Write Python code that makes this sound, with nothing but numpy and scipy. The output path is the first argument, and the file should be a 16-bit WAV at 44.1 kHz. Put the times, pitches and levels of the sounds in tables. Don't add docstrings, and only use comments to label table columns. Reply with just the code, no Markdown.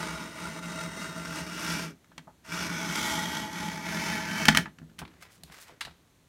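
import sys
import numpy as np
from scipy import signal
from scipy.fft import rfft, irfft
from scipy.io import wavfile

SR = 44100
rng = np.random.default_rng(int(sys.argv[2]) if len(sys.argv) > 2 else 0)


def put_to_file(sound):
    columns = np.atleast_2d(sound).T
    safe = np.clip(columns, -1, 1)
    whole_steps = np.round(safe * 32767)
    wavfile.write(sys.argv[1], SR, whole_steps.astype(np.int16))


N = 276948
TIME = np.arange(N) / SR
BINS_HZ = np.fft.rfftfreq(16384, 1 / SR)


def amp(db):
    return 10 ** (np.asarray(db) / 20)


def unit(x):
    return x / np.sqrt(np.mean(x ** 2) + 1e-20)


def read(points, hz=BINS_HZ):
    f, value = np.transpose(points)
    return np.interp(np.log(hz + 1), np.log(f + 1), value)


def add(mix, s, sound):
    part = mix[round(s * SR):][:len(sound)]
    part += sound[:len(part)]


def colour(x, db):
    log_gain = np.log(amp(np.r_[db, db[-2:0:-1]]))
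    spectrum = np.exp(np.conj(signal.hilbert(log_gain)))
    response = np.fft.ifft(spectrum).real
    return signal.fftconvolve(x, response[:len(db)])[:len(x)]


def band(x, lo_hz, hi_hz):
    hz = np.fft.rfftfreq(len(x), 1 / SR) + 1
    gain = 1 / np.sqrt((1 + (lo_hz / hz) ** 12) * (1 + (hz / hi_hz) ** 12))
    return unit(irfft(rfft(x) * gain, len(x)))


def level(s, db):
    return amp(np.interp(TIME, s, db, left=-140, right=-140))


def gesture(start, length, attack_s, t60):
    t = TIME - start
    return np.clip(t / attack_s, 0, 1) * amp(-60 * np.maximum(t - length, 0) / t60)


def slips(per_s, spread_db, hiss):
    size = amp(spread_db * np.minimum(rng.exponential(1, N), 4))
    sign = rng.choice([-1, 1], N)
    slipping = rng.random(N) < per_s / SR
    return unit(unit(size * sign * slipping) + hiss * rng.standard_normal(N))


# (f/Hz, relative level/dB per Hz)
AIR_SPECTRUM = [(15, -40.5), (25, -7), (70, 1), (180, -2.5), (354, -8), (463, -11), (2760, -20),
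                (4250, -20.5), (4870, -25.5), (6210, -21.5), (10400, -27.5), (13200, -27.5), (16000, -35)]
AIR_DB = -63.5


def room_air():
    return amp(AIR_DB) * unit(colour(rng.standard_normal(N), read(AIR_SPECTRUM)))


# (start t/s, length t/s, level/dB)
HAND_SHIFTS = [(2.056, 0.23, -63.5), (4.791, .14, -62), (4.99, 0.038, -51), (5.378, 0.13, -62),
               (5.84, 0.077, -65)]
SHIFT_ATTACK_S, SHIFT_T60_S = 0.013, 0.65


def hand_shifts():
    stir = band(colour(rng.standard_normal(N), read(NEAR_COLOUR) + rail_db(0)), 40, 520)
    shifting = sum(amp(db) * gesture(start, length, SHIFT_ATTACK_S, SHIFT_T60_S)
                   for start, length, db in HAND_SHIFTS)
    return stir * shifting


# (f/Hz, t60/s)
ROOM_DECAY = [(100, 0.064), (500, 0.16), (2000, 0.19), (6000, 0.18), (16000, 0.16)]


def room(x, wet_db=-15, build_s=0.0054):
    hz, t, noise = signal.stft(rng.standard_normal(SR // 2), SR, nperseg=256)
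    decay = amp(-60 * t / read(ROOM_DECAY, hz)[:, None])
    build = 1 - np.exp(-t / build_s)
    tail = signal.istft(noise * decay * build, SR)[1]
    return x + amp(wet_db) * signal.fftconvolve(x, tail / np.linalg.norm(tail))[:N]


# (f/Hz, relative level/dB per Hz)
PAPER_SPECTRUM = [(200, -6), (700, 0.5), (2000, 5), (4000, -8.5), (8000, -7.5), (16000, -14)]
# (start t/s, length t/s, rub level/dB, fizz level/dB)
STRIP_SLIDES = [(5.09, .1, -67, -82), (5.203, 0.024, -54.5, -57), (5.302, 0.054, -72.5, -62),
                (5.458, .03, -62, -73), (5.508, 0.069, -55, -59), (5.595, 0.021, -64, -50),
                (5.663, 0.02, -59, -64)]
SLIDE_ATTACK_S, RUB_T60_S, FIZZ_T60_S = 0.02, 0.39, .16


def strip_slides(catch_db=1.5):
    catching = amp(catch_db * band(rng.standard_normal(N), 6.8, 52))
    grain = colour(slips(600, 2.4, 1.0), read(PAPER_SPECTRUM)) * catching
    rub = sum(amp(db) * gesture(start, length, SLIDE_ATTACK_S, RUB_T60_S)
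              for start, length, db, _ in STRIP_SLIDES)
    fizz = sum(amp(db) * gesture(start, length, SLIDE_ATTACK_S, FIZZ_T60_S)
               for start, length, _, db in STRIP_SLIDES)
    return band(grain, 430, 5200) * rub + band(grain, 3600, 17000) * fizz


LIFT_S, LIFT_DB, LIFT_ATTACK_S, LIFT_T60_S = 5.683, -51.5, 0.01, 0.33
GAP_SHUT_HZ, GAP_OPEN_HZ, GAP_OPENING_S = 975, 190, 0.022


def strip_lift(pole_width_hz=560):
    opening_s = np.maximum(TIME - LIFT_S - LIFT_ATTACK_S, 0)
    hz = GAP_OPEN_HZ + (GAP_SHUT_HZ - GAP_OPEN_HZ) * np.exp(-opening_s / GAP_OPENING_S)
    carrier = np.exp(2j * np.pi * np.cumsum(hz) / SR)
    r = np.exp(-np.pi * pole_width_hz / SR)
    smooth = signal.lfilter([1], [1, -2 * r, r * r], rng.standard_normal(N))
    air = (carrier * smooth).real
    return amp(LIFT_DB) * unit(air) * gesture(LIFT_S, LIFT_ATTACK_S, LIFT_ATTACK_S, LIFT_T60_S)


def blows(rows, spectrum_db, modes, ring_db, ring_s, swell_s):
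    out, t = np.zeros(N), np.arange(SR // 2) / SR
    swing = sum(amp(db - 60 * t / t60) * np.sin(2 * np.pi * hz * t) for hz, db, t60 in modes)
    thump = swing * (1 - np.exp(-t / swell_s))
    octaves = np.log2(1 + (BINS_HZ / 1500) ** 2) / 2
    for s, crack_db, decay, tilt_db, thump_db in rows:
        envelope = np.exp(-t / decay) + amp(ring_db) * np.exp(-t / ring_s)
        chatter = rng.choice([-1, 1], len(t)) * envelope
        chatter *= 1 - np.exp(-t / .0004)
        crack = colour(chatter, spectrum_db + tilt_db * octaves)
        crack /= np.sqrt(np.mean(crack[:SR // 250] ** 2))
        add(out, s, amp(crack_db) * crack + amp(thump_db) * thump)
    return out


# (t/s, crack level/dB, contact decay constant t/s, treble tilt/dB per octave, flap level of the sheet/dB)
STRIP_BLOWS = [(5.0165, -41.5, .005, -9, -37), (5.025, -42.5, 0.0067, -29, -47),
               (5.051, -46, .0034, -3, -64), (5.077, -55, 0.0042, 3, -70), (5.139, -62, .003, 5, -56),
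               (5.435, -42.5, 0.0016, 13, -48), (5.499, -53, .002, -6, -52), (5.808, -33.5, 0.012, 5, -56),
               (5.811, -37.5, 0.0056, 4, -61), (5.8495, -39, 0.0091, 5, -48.5),
               (5.871, -48.5, 0.014, -15, -45), (5.880, -55, .005, -4.5, -46), (5.910, -58, 0.0034, 1, -55)]
# (f/Hz, relative level/dB per Hz)
SNAP_SPECTRUM = [(40, -27), (150, -3), (400, -3), (700, -4), (900, 7), (1600, 9), (2100, 7), (2800, 5),
                 (4000, 5), (6000, -9.5), (9000, -16), (12000, -23), (16000, -36)]
# (f/Hz, relative level/dB, t60/s)
SHEET_MODES = [(69.4, -1.5, 0.16), (105, -20, 0.3), (155, 2, 0.11), (274, -8, 0.11), (380, -5, 0.059),
               (713, 10.5, 0.016)]


def strip_snaps():
    return blows(STRIP_BLOWS, read(SNAP_SPECTRUM), SHEET_MODES, ring_db=-25, ring_s=0.064, swell_s=0.0023)


REBOUND_CRACK_DB, REBOUND_TILT_DB, REBOUND_THUMP_DB = -13, -5.5, -0.5


def with_rebounds(rows):
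    out = []
    for s, crack_db, decay, tilt_db, thump_db, after_s in rows:
        out.append((s, crack_db, decay, tilt_db, thump_db))
        out.append((s + after_s, crack_db + REBOUND_CRACK_DB, decay,
                    tilt_db + REBOUND_TILT_DB, thump_db + REBOUND_THUMP_DB))
    return out


# (t/s, crack level/dB, contact decay constant t/s, treble tilt/dB per octave,
# thump level of the base/dB, delay of the rebound t/s)
TRIMMER_BLOWS = [(2.044, -58, 0.0027, 0, -82, .03), (2.116, -55, 0.0055, -10, -69, .012),
                 (2.1793, -39, .0036, -2, -52, .012), (2.272, -53.5, 0.019, -59, -60, .012),
                 (4.4545, -21, 0.0018, 1.5, -38, .0065), (4.4833, -9, 0.0043, -2.5, -21, 0.0047),
                 (4.5482, -19.5, .0041, -1, -35, .006), (4.572, -12, 0.0019, 0.5, -31.5, .012),
                 (4.657, -36, .0054, -11, -48, .019), (4.7858, -49, .003, -2.5, -55, .012),
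                 (4.8155, -59, 0.0095, -29, -44.5, .0125), (4.897, -60.5, 0.0033, -2, -58, .018),
                 (4.984, -53, .004, 0, -64, 0.0087), (4.9888, -38, 0.011, 3, -55, .008)]
# (f/Hz, relative level/dB per Hz)
CRACK_SPECTRUM = [(40, -35), (150, -20.5), (400, -23.5), (700, -7), (1200, 2), (1700, 5), (2200, 2.5),
                  (2900, 1.5), (4000, -2.5), (6000, -6), (8000, -9), (12000, -18.5), (16000, -19.5)]
# (f/Hz, relative level/dB, t60/s)
BASE_MODES = [(66.6, -17, 0.5), (120, -8.5, 0.17), (159, 3, 0.15), (210, 5.5, 0.08), (247, -5, 0.18),
              (325, -26.5, 0.063), (665, -15, 0.096), (1394, -17.5, 0.085), (1771, -22, 0.12)]


def trimmer_knocks():
    spectrum_db = read(CRACK_SPECTRUM) + 0.51 * rail_db(0.91)
    return blows(with_rebounds(TRIMMER_BLOWS), spectrum_db, BASE_MODES,
                 ring_db=-23.0, ring_s=.014, swell_s=0.0015)


# (f/Hz, width f/Hz, lift level/dB, extra lift at the antinode level/dB, antinode place along the rail 0-1)
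RAIL_MODES = [(170.2, 14.3, 18.5, 2.5, 0.3), (208.8, 20, 5.5, 9.5, 0.89), (316, 52, 6.5, 2.5, 0.4),
              (460, 8.2, -1, 8, .3), (649.4, 40, 15.5, 7.5, 0.17), (855, 21, 14, 12, 0.73),
              (898, 78, 8.5, 9.5, 0.8), (883, 83, 5.5, 11, 0), (1238, 52, 9, 2, .3),
              (1390, 51, 10.5, 6, 0.26), (1455, 120, 7.5, 5.5, 0.5), (1546, 60, 6, 6, 1),
              (1726, 43, -2.5, 20, 0.99), (1920, 99, -10.5, 13.5, 0.1), (2070, 120, 2.5, 10, 0.23),
              (2210, 110, 10, 2.5, 0.6), (2300, 52, 4, 11, 0.1), (2596, 45, -5.5, 1.5, .5),
              (2850, 61, 2.5, 12, 0.31), (3094, 39, 2, 11.5, 1), (3340, 530, 1, 9, 0.67),
              (3740, 100, -3, 13.5, 0.22), (4510, 110, -2.5, 12, .3), (5210, 150, 2.5, 4.5, .25),
              (5485, 200, 5, 3.5, .45), (6030, 180, 2, 6.5, 0.4), (6470, 180, 1.5, -3.5, 0.4),
              (8790, 230, 0, 10.5, 0.2), (9580, 270, 3.5, 4.5, .85), (11480, 540, 6.5, 3.5, 0.7)]


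def rail_db(place, reach=0.19):
    power = 1
    for hz, width, lift_db, extra_db, antinode in RAIL_MODES:
        nearness = np.exp(-((place - antinode) / reach) ** 2)
        peak = amp(abs(lift_db + extra_db * nearness))
        power = power + (peak ** 2 - 1) / (1 + (2 * (BINS_HZ - hz) / width) ** 2) ** 1.5
    return 10 * np.log10(power)


def shell(x, ring_db=-4, t60=0.084):
    t = np.arange(SR // 5) / SR
    ring = band(rng.standard_normal(len(t)), 1500, 17000) * amp(-60 * t / t60)
    return x + amp(ring_db) * signal.oaconvolve(x, ring / np.linalg.norm(ring))[:len(x)]


# (f/Hz, relative level/dB per Hz)
NEAR_COLOUR = [(25, -33), (65, -4.5), (120, -13.5), (240, -5), (400, -10.5), (520, -13), (760, -24.5),
               (1000, -4.5), (2200, -12.5), (2600, -11.5), (4800, -18.5), (6500, -20.5), (9000, -21.5),
               (10500, -27.5), (15500, -32)]
# (f/Hz, relative level/dB per Hz)
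FAR_COLOUR = [(25, -34.5), (65, -6.5), (120, -9), (245, -4.5), (400, -10), (520, -16), (760, -13),
              (1100, -9), (1800, -9.5), (2600, -8.5), (4000, -17), (4800, -18), (5800, -15.5),
              (8000, -23.5), (10500, -26.5), (15500, -28.5)]
# (t/s, share of the rail 0-1)
CARRIAGE_TRAVEL = [(0, 0.09), (1.9, 0.41), (2.45, 0.34), (3.2, 0.7), (4.48, 0.98)]


def rail(drive, count=9):
    travel, out = np.interp(TIME, *np.transpose(CARRIAGE_TRAVEL)), np.zeros(N)
    for place in np.linspace(0, 1, count):
        nearness = np.maximum(1 - abs(travel - place) * (count - 1), 0)
        friction_db = (1 - place) * read(NEAR_COLOUR) + place * read(FAR_COLOUR)
        out += shell(colour(drive * nearness, friction_db + rail_db(place)))
    return out


# (t/s, effort level/dB)
CARRIAGE_PUSHES = [
    [(0.0, -35.5), (0.324, -46.5), (0.434, -39.5), (0.578, -43), (0.59, -42), (0.612, -51), (0.634, -42),
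     (0.838, -39), (0.892, -45), (1.03, -39), (1.13, -44.5), (1.318, -39.5), (1.394, -35), (1.45, -44),
     (1.704, -33.5), (1.836, -37), (1.908, -51.5), (1.98, -93)],
    [(2.42, -95), (2.45, -51.5), (2.54, -36.5), (2.63, -33), (2.7, -38), (2.89, -36.5), (2.94, -32.5),
     (3.12, -33), (3.28, -37), (3.37, -36), (3.5, -45), (3.6, -37), (3.83, -44), (3.86, -37), (4.11, -33),
     (4.25, -38.5), (4.44, -32), (4.45, -38)],
]
# (start t/s, length t/s, effort level/dB)
STOP_ROCKS = [(4.436, .085, -35), (4.552, 0.018, -32.5)]
USUAL_EFFORT_DB, ROCK_ATTACK_S = -38, 0.009


def effort(settle_t60):
    pushing = sum(level(*np.transpose(push)) for push in CARRIAGE_PUSHES)
    rocking = sum(amp(db) * gesture(start, length, ROCK_ATTACK_S, settle_t60)
                  for start, length, db in STOP_ROCKS)
    return 20 * np.log10(np.maximum(pushing, rocking)) - USUAL_EFFORT_DB


# (low edge f/Hz, high edge f/Hz, level at the usual effort/dB, growth/dB per dB of effort)
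BASE_RUMBLE = (18, 482, -39.5, 0.65)
SLIDER_SCRAPE = (542, 2490, -38.5, 0.93)
BLADE_CUT = (3502, 7402.5, -44.5, 1.05)
TREBLE_FIZZ = (7999.5, 27000, -53.5, 0.94)
# (middle t/s, half length t/s, lift of the fizz level/dB)
BLADE_BITES = [(1.7, 0.15, 2.5), (3.083, 0.17, 4)]
ROCK_T60_S, BASE_SHUDDER_T60_S = .17, 0.23
BASE_LAG_S = 0.028


def carriage(judder_db=1.22, cut_bite=0.44):
    judder = amp(judder_db * band(rng.standard_normal(N), 36, 71))
    body = rail(slips(2500, 3.25, 0.81) * judder)

    def driven(layer, effort_db):
        lo_hz, hi_hz, usual_db, growth = layer
        return band(body, lo_hz, hi_hz) * amp(usual_db + growth * effort_db)

    sliding_db = effort(ROCK_T60_S)
    base_db = np.interp(TIME - BASE_LAG_S, TIME, effort(BASE_SHUDDER_T60_S))
    bite_db = sum(db * np.exp(-((TIME - middle) / half) ** 2) for middle, half, db in BLADE_BITES)
    return (driven(BASE_RUMBLE, base_db)
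            + driven(SLIDER_SCRAPE, sliding_db)
            + driven(BLADE_CUT, sliding_db) * amp(cut_bite * bite_db)
            + driven(TREBLE_FIZZ, sliding_db) * amp(bite_db))


def scene():
    on_desk = carriage() + trimmer_knocks() + strip_snaps() + strip_slides() + strip_lift()
    return (room(on_desk) + hand_shifts() + room_air())[None]


def record(dry, low_cut_hz=42, edge_hz=15900, ceiling=.85):
    bass_cut = signal.butter(2, low_cut_hz, "highpass", fs=SR, output="sos")
    thinned = signal.sosfilt(bass_cut, dry)
    rounded = ceiling * np.tanh(thinned / ceiling)
    band_limit = signal.firwin(511, edge_hz, window=("kaiser", 9), fs=SR)
    return signal.oaconvolve(rounded, band_limit[None], "same")


dry = scene()
out = record(dry)
put_to_file(out)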